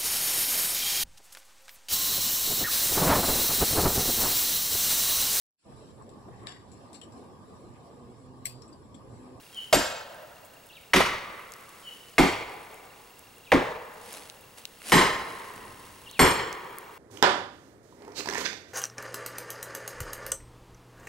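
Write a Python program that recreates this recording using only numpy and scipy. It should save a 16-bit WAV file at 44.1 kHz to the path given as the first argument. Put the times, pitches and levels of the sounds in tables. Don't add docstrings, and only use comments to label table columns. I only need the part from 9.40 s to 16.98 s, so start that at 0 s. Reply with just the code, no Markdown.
import sys
import numpy as np
from scipy import signal
from scipy.fft import rfft, irfft, next_fast_len
from scipy.io import wavfile
from scipy.ndimage import uniform_filter1d, minimum_filter1d, map_coordinates

SR = 44100
rng = np.random.default_rng(int(sys.argv[2]) if len(sys.argv) > 2 else 0)


def output_pcm(signal):
    pcm = np.clip(np.atleast_2d(signal).T, -1, 1) * 32767
    wavfile.write(sys.argv[1], SR, np.round(pcm).astype(np.int16))


N = 334278
TIME = np.arange(N) / SR

# start_s, wood_db, thump_db, treble_db, steel_db, sideways_db,
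# forest_db, bite_db, chatter_hz, slab_hz, slab_db, middle_hz, splinter_hz
BLOWS = [(0.3275, -2.5, -11, 11, 1.5, -7, -5.5, 2.5, 312.6, 591, 15, 1100, 1650),
         (1.5343, -2.5, -6.5, 4, -17, 7, 2.5, 5.5, 1130, 500, 4.5, 1175, 2070),
         (2.7813, -0.5, -1.5, 1, -10.5, -1, -0.5, 0, 1130, 430, 7.5, 847, 2230),
         (4.1188, 2.5, -4, -6, -27, -5, -6, 8.5, 1026, 505, 11, 980, 1880),
         (5.52, -1, -3, 2, -0.5, 1.5, 5, 0, 1020, 432, 7.5, 970, 1790),
         (6.7928, -2.5, -3, 0.5, 3, 2, 5.5, 3.5, 1078, 432, 9.5, 990, 1800)]
# frequency_hz, density_db
CRACK_SPECTRUM = [(20, -9.5), (70, -7), (170, -3), (300, -4), (600, -2.5), (1400, -2), (2400, -4),
                  (3200, -7), (5500, -14), (8500, -23), (10000, -23.5), (13200, -26.5), (14500, -61)]
# frequency_hz, density_db
THUMP_SPECTRUM = [(15, -26), (35, -6), (50, -27), (70, -8.5), (105, -13), (180, -3), (235, -6.5), (280, 1),
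                  (325, -4), (375, 2.5), (460, -28.5), (800, -19.5), (3000, -77)]
# pitch_hz, level_db, width_hz, t60_s, sideways_share
STEEL_MODES = [(6850, -13, 300, .45, 0), (7415, 0, 140, .54, 0), (8231, -6, 50, .42, 0),
               (8725, -1.5, 85, .42, 1), (11400, -12, 130, .33, 1), (12600, -5, 80, .36, 0)]
# start_s, peak_db, pitch_hz
REBOUNDS = [(1.561, -10.5, 2160), (1.604, -6.5, 665), (5.622, -25, 1300), (5.634, -23, 1100),
            (6.867, -20, 1910)]
# frequency_hz, t60_s
NEAR_DECAY = [(60, 0.8), (300, 0.61), (1000, 0.68), (3000, 0.67), (7000, 0.57), (13000, 0.5)]
# frequency_hz, t60_s
FAR_DECAY = [(60, 0.74), (200, 2.25), (450, 2.18), (1000, 2.62), (2000, 2.15), (4000, 1.52), (8000, 0.56),
             (14000, .35)]
# peak_s, level_db, rise_s, release_s
SHUFFLES = [(.25, -54.5, .5, 0.19), (2.5, -55, 0.52, 1), (3.8, -64.5, .4, 0.32), (4.74, -43.5, 0.097, 0.11),
            (5.183, -46.5, 0.0071, 0.027), (5.498, -33.5, 0.033, 0.049), (5.85, -51, 0.46, 0.9),
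            (6.47, -57.5, 0.23, 0.36)]
# frequency_hz, density_db
LEAF_SPECTRUM = [(120, -47), (200, -1), (440, -9.5), (500, -5), (836, -6), (1370, -7.5), (2650, -5.5),
                 (4770, -8.5), (9580, -14), (16000, -15.5)]
# start_s, peak_db, pitch_hz
TWIG_SNAPS = [(0.146, -32, 4840), (1.034, -46, 900), (2.121, -25.5, 7400), (2.1375, -30, 5500),
              (3.793, -32.5, 10000), (4.73, -24, 9900), (4.899, -25.5, 4150), (5.2536, -18.5, 3800),
              (5.418, -32, 1470), (6.162, -34.5, 9050), (6.179, -30, 1315), (6.713, -28.5, 10400),
              (7.128, -23.5, 6050), (7.385, -21.5, 10900)]
# start_s, pitch_hz, level_db
WHISTLES = [(0.129, 3014, -33), (2.425, 3010, -38.5)]
# start_s, length_s, lowest_hz, turn_fraction, level_db
SLURS = [(1.29, 0.046, 2710, 0.43, -48.5), (1.352, 0.038, 2190, 1, -46), (4.05, 0.066, 2360, 0.55, -49.5),
         (6.659, 0.044, 2770, .36, -42.5), (6.728, 0.055, 2410, 1, -44)]
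# frequency_hz, density_db
AIR_SPECTRUM = [(12, -8), (20, -10), (84, -4), (118, -2), (143, -4), (270, -6), (377, -6.5), (457, -1),
                (571, -7.5), (841, -8), (1780, -11.5), (2770, -14), (5380, -19), (15000, -24.5)]
# frequency_hz, coherence_ratio
COHERENCE = [(60, 1), (250, 0.91), (600, 0.76), (1200, 0.59), (4000, 0.74), (8000, 0.96), (13000, 1)]
# frequency_hz, phase_rad
PORT_PHASE = [(0, 0), (260, 0.41), (520, 0.46), (2070, 0.44), (5340, 0.7), (8180, 0.2), (16500, 0)]


def blows():
    out, t = np.zeros((2, N)), np.arange(2 * SR) / SR
    for (s, wood_db, thump_db, treble_db, steel_db, sideways_db, forest_db, bite_db,
         chatter_hz, slab_hz, slab_db, middle_hz, splinter_hz) in BLOWS:
        resonances = [(slab_hz, slab_db, 0.33),  # pitch_hz, boost_db, width in log frequency
                      (middle_hz, 7, 0.24),
                      (splinter_hz, 5.5 + 0.24 * treble_db, 0.17)]
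        colour_db, far_colour_db = crack_spectra(resonances, treble_db, 5 * amp(steel_db), chatter_hz)
        add(out, s, amp(wood_db) * wood_crack(t[:SR // 8], colour_db, bite_db))
        add(out, s, amp(wood_db + forest_db) * forest_echo(t, colour_db, far_colour_db))
        add(out, s, amp(thump_db) * trunk_thump(t[:SR // 2]))
        add(out, s, amp(steel_db) * steel_ring(t[:SR // 2], treble_db, sideways_db))
    for s, db, pitch_hz in REBOUNDS:
        add(out, s, amp(db) * knock(pitch_hz, t60=0.07, echo_db=-40, echo_t60=0.31, slope_db=13))
    return out


def crack_spectra(resonances, treble_db, chatter_db, chatter_hz):
    grid = np.linspace(0, SR / 2, 2048)
    peaks = sum(db * np.exp(-(np.log((grid + 1) / hz) / width) ** 2) for hz, db, width in resonances)
    ripple = 2 * wobble(grid / 70) * along([(300, 0.69), (1500, 0.74)], grid)
    comb_depth = chatter_db * along([(400, 0.17), (2600, 0.47), (5500, 0.94), (9000, 0.21)], grid)
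    comb = comb_depth * np.cos(2 * np.pi * grid / chatter_hz)
    tilt = treble_db * along([(1800, 0.021), (5000, 1)], grid)
    colour = along(CRACK_SPECTRUM, grid) + peaks + ripple + comb + tilt
    carried = colour + 0.31 * peaks * along([(1200, 0.83), (2000, 0)], grid)
    return lambda hz: np.interp(hz, grid, colour), lambda hz: np.interp(hz, grid, carried)


def wood_crack(t, colour_db, bite_db):
    def burst(tilt):
        return noise(len(t), lambda hz: colour_db(hz) + along(tilt, hz))
    split = burst([(200, -12), (600, -3.5)])
    crack = (1.1 * split.mean(0) + 0.09 * split) * fade(t, 0.11)
    bite = burst([(600, -30.5), (1800, 4), (6000, -6.5)]).mean(0) * fade(t, 0.032)
    flex = burst([(200, -20), (450, 3), (800, 2), (1600, -35)]) * np.exp(-((t - 0.011) / 0.0041) ** 2)
    return amp(-1) * (crack + flex) + amp(bite_db) * bite


def trunk_thump(t, swell_s=0.016, thump_db=-14):
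    envelope = (t / swell_s) ** 2 * np.exp(-t / swell_s)
    low = noise(len(t), lambda hz: along(THUMP_SPECTRUM, hz)) * envelope
    return amp(thump_db) * unit(low) * np.sqrt(np.mean(envelope ** 2)) / envelope.max()


def steel_ring(t, treble_db, sideways_db, ring_db=-41, stereo_spread=0.23):
    ring = np.zeros((2, len(t)))
    for hz, db, width_hz, t60, sideways_share in STEEL_MODES:
        phase = 2 * np.pi * hz * t
        mid, side = [wobble(t * width_hz) * np.sin(phase) + wobble(t * width_hz) * np.cos(phase)
                     for _ in range(2)]
        band = np.array([mid + stereo_spread * side, mid - stereo_spread * side])
        excitation_db = 0.092 * treble_db * np.log2(hz / 7000) + sideways_share * sideways_db
        ring += amp(db + excitation_db) * unit(band * fade(t, t60))
    return amp(ring_db) * ring


def forest_echo(t, colour_db, far_colour_db, near_db=-8, far_db=-26):
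    near = damped(noise(len(t), colour_db), NEAR_DECAY) * (1 - np.exp(-t / 0.02))
    far = damped(noise(len(t), far_colour_db), FAR_DECAY) * (1 - np.exp(-t / 0.036))
    clumps = amp(0.89 * wobble(t * 70))
    return clumps * (amp(near_db) * near + amp(far_db) * far)


def knock(pitch_hz, t60, echo_db, echo_t60, slope_db):
    def colour_db(hz):
        return -slope_db * np.abs(np.log((hz + 1) / pitch_hz)) + along([(11000, -3), (15000, -3.5)], hz)
    t = np.arange(SR // 4) / SR
    burst = noise(len(t), colour_db) * (fade(t, t60) + amp(echo_db) * fade(t, echo_t60))
    return burst / np.abs(burst).max()


def underfoot(grain_rate_hz=700, crackle_db=-69):
    grains = unit(amp(3.5 * wobble(TIME * grain_rate_hz)))
    sheen = [(7000, 0), (10500, 6.5), (13500, -8)]
    leaves = unit(noise(N, lambda hz: along(LEAF_SPECTRUM, hz) + along(sheen, hz)))
    shuffles = [amp(db) * surge(s, rise_s, release_s) for s, db, rise_s, release_s in SHUFFLES]
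    out = np.linalg.norm(shuffles, axis=0) * grains * leaves
    litter = noise(N, lambda hz: along([(5000, -19), (9000, -5.5), (10800, -7), (14000, -19)], hz))
    out += amp(crackle_db) * unit(litter * amp(11 * wobble(TIME * 300)))
    for s, db, pitch_hz in TWIG_SNAPS:
        add(out, s, amp(db) * knock(pitch_hz, t60=0.0048, echo_db=-36, echo_t60=0.12, slope_db=18.5))
    return out


def stalks(ticks_per_s=14, level_db=-44.5, spread_db=3.5, pitch_hz=10000):
    out, count = np.zeros((2, N)), round(ticks_per_s * N / SR)
    for place, size, detune in zip(rng.random(count), *rng.standard_normal((count, 2)).T):
        tick = knock(pitch_hz * np.exp(0.12 * detune), t60=0.0025, echo_db=-38, echo_t60=0.12, slope_db=28)
        add(out, place * N / SR, amp(level_db + spread_db * size) * tick)
    return out


def bird(notes, direct_db, echo_db, quaver):
    song = np.zeros(N)
    waver = 1 + quaver * wobble(TIME * 300)
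    for s, hz, db in notes:
        level = amp(np.interp(TIME, s, db)) * (TIME > s[0]) * (TIME < s[-1])
        phase = 2 * np.pi * np.cumsum(waver * np.interp(TIME, s, hz)) / SR
        song += uniform_filter1d(level, size=200) * np.sqrt(2) * np.sin(phase)
    return amp(direct_db) * song + amp(echo_db) * scatter(song, t60=0.64)


def whistle(s, pitch_hz, db, rise_s=0.06, fall_s=0.025, sag_hz_per_s=2400, edge_db=22.5):
    t = np.array([-rise_s, 0, fall_s])
    return s + rise_s + t, pitch_hz - sag_hz_per_s * t, db - edge_db * (t != 0)


def slur(s, length_s, lowest_hz, turn, db, swoop_hz=1820):
    progress = np.linspace(0, 1, 20)
    swoop = (progress - turn) ** 2
    return s + progress * length_s, lowest_hz + swoop_hz * swoop / swoop.max(), np.full_like(progress, db)


def scatter(x, t60):
    t = np.arange(SR // 2) / SR
    echoes = noise(len(t)) * fade(t, t60)
    return signal.fftconvolve(x[None], echoes / np.linalg.norm(echoes[0]), axes=1)[:, :len(x)]


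def rumble(peak_s=6.2, level_db=-53):
    low = noise(N, lambda hz: along([(25, -8), (90, 1.5), (180, -4), (400, -5), (1500, -53)], hz))
    return amp(level_db) * surge(peak_s, rise_s=0.19, release_s=0.58) * unit(low)


def forest_hush(level_db=-55):
    tilt = [(1900, -1.5), (2750, -1), (4500, 0.5)]
    return amp(level_db) * unit(noise(N, lambda hz: along(AIR_SPECTRUM, hz) + along(tilt, hz)))


def camera_noise(whine_hz=15734, whine_db=-62, tick_hz=2750, tick_db=-55, ticks_per_s=29.97):
    whine = amp(whine_db) * np.sin(2 * np.pi * whine_hz * TIME)
    cycle = (TIME * ticks_per_s + 0.44) % 1
    ticks = np.exp(-((cycle - 0.5) / 0.11) ** 2) * np.sin(2 * np.pi * tick_hz * TIME)
    return whine + amp(tick_db + 2.5 * wobble(TIME * ticks_per_s)) * ticks


def noise(n, colour_db=lambda hz: 0):
    def response(hz):
        angle = np.arccos(np.clip(along(COHERENCE, hz), 0, 1)) / 2
        return amp(colour_db(hz)) * np.array([np.cos(angle), np.sin(angle)])
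    mid, side = filtered(rng.standard_normal((2, n)), response)
    return np.array([mid + side, mid - side])


def damped(x, decays):
    hz, t, spectra = signal.stft(x, SR, nperseg=256)
    spectra = spectra * fade(t, along(decays, hz)[:, None])
    return signal.istft(spectra, SR, nperseg=256)[1][:, :x.shape[-1]]


def filtered(x, response):
    n = x.shape[-1]
    padded = next_fast_len(n + SR // 8)
    return irfft(rfft(x, padded) * response(np.fft.rfftfreq(padded, 1 / SR)), padded)[..., :n]


def fade(t, t60):
    return np.exp(-np.log(1000) * t / t60)


def surge(peak_s, rise_s, release_s):
    return np.exp(-np.maximum((peak_s - TIME) / rise_s, (TIME - peak_s) / release_s))


def wobble(x):
    return map_coordinates(rng.standard_normal(int(x.max()) + 4), [x])


def along(points, hz):
    knots_hz, values = np.transpose(points)
    return np.interp(np.log(hz + 1), np.log(knots_hz + 1), values)


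def amp(db):
    return 10 ** (np.asarray(db) / 20)


def unit(x):
    return x / np.sqrt(np.mean(x ** 2) + 1e-20)


def add(track, s, x):
    part = track[:, max(round(s * SR), 0):][:, :x.shape[-1]]
    part += x[..., :part.shape[-1]]


def scene():
    whistles = bird([whistle(*row) for row in WHISTLES], direct_db=-2, echo_db=0, quaver=0.022)
    slurs = bird([slur(*row) for row in SLURS], direct_db=-8, echo_db=-7.5, quaver=0.0195)
    return blows() + underfoot() + whistles + slurs + rumble() + forest_hush() + camera_noise() + stalks()


def record(dry, ceiling_db=-5, cutoff_hz=16300):
    ports = filtered(dry, lambda hz: np.exp(0.5j * along(PORT_PHASE, hz) * np.array([[1], [-1]])))
    needed_gain = np.minimum(1, amp(ceiling_db) / (np.abs(ports).max(0) + 1e-9))
    gain = uniform_filter1d(minimum_filter1d(needed_gain, size=120), size=60)
    return filtered(ports * gain, lambda hz: hz < cutoff_hz)


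dry = scene()
out = record(dry)
output_pcm(out)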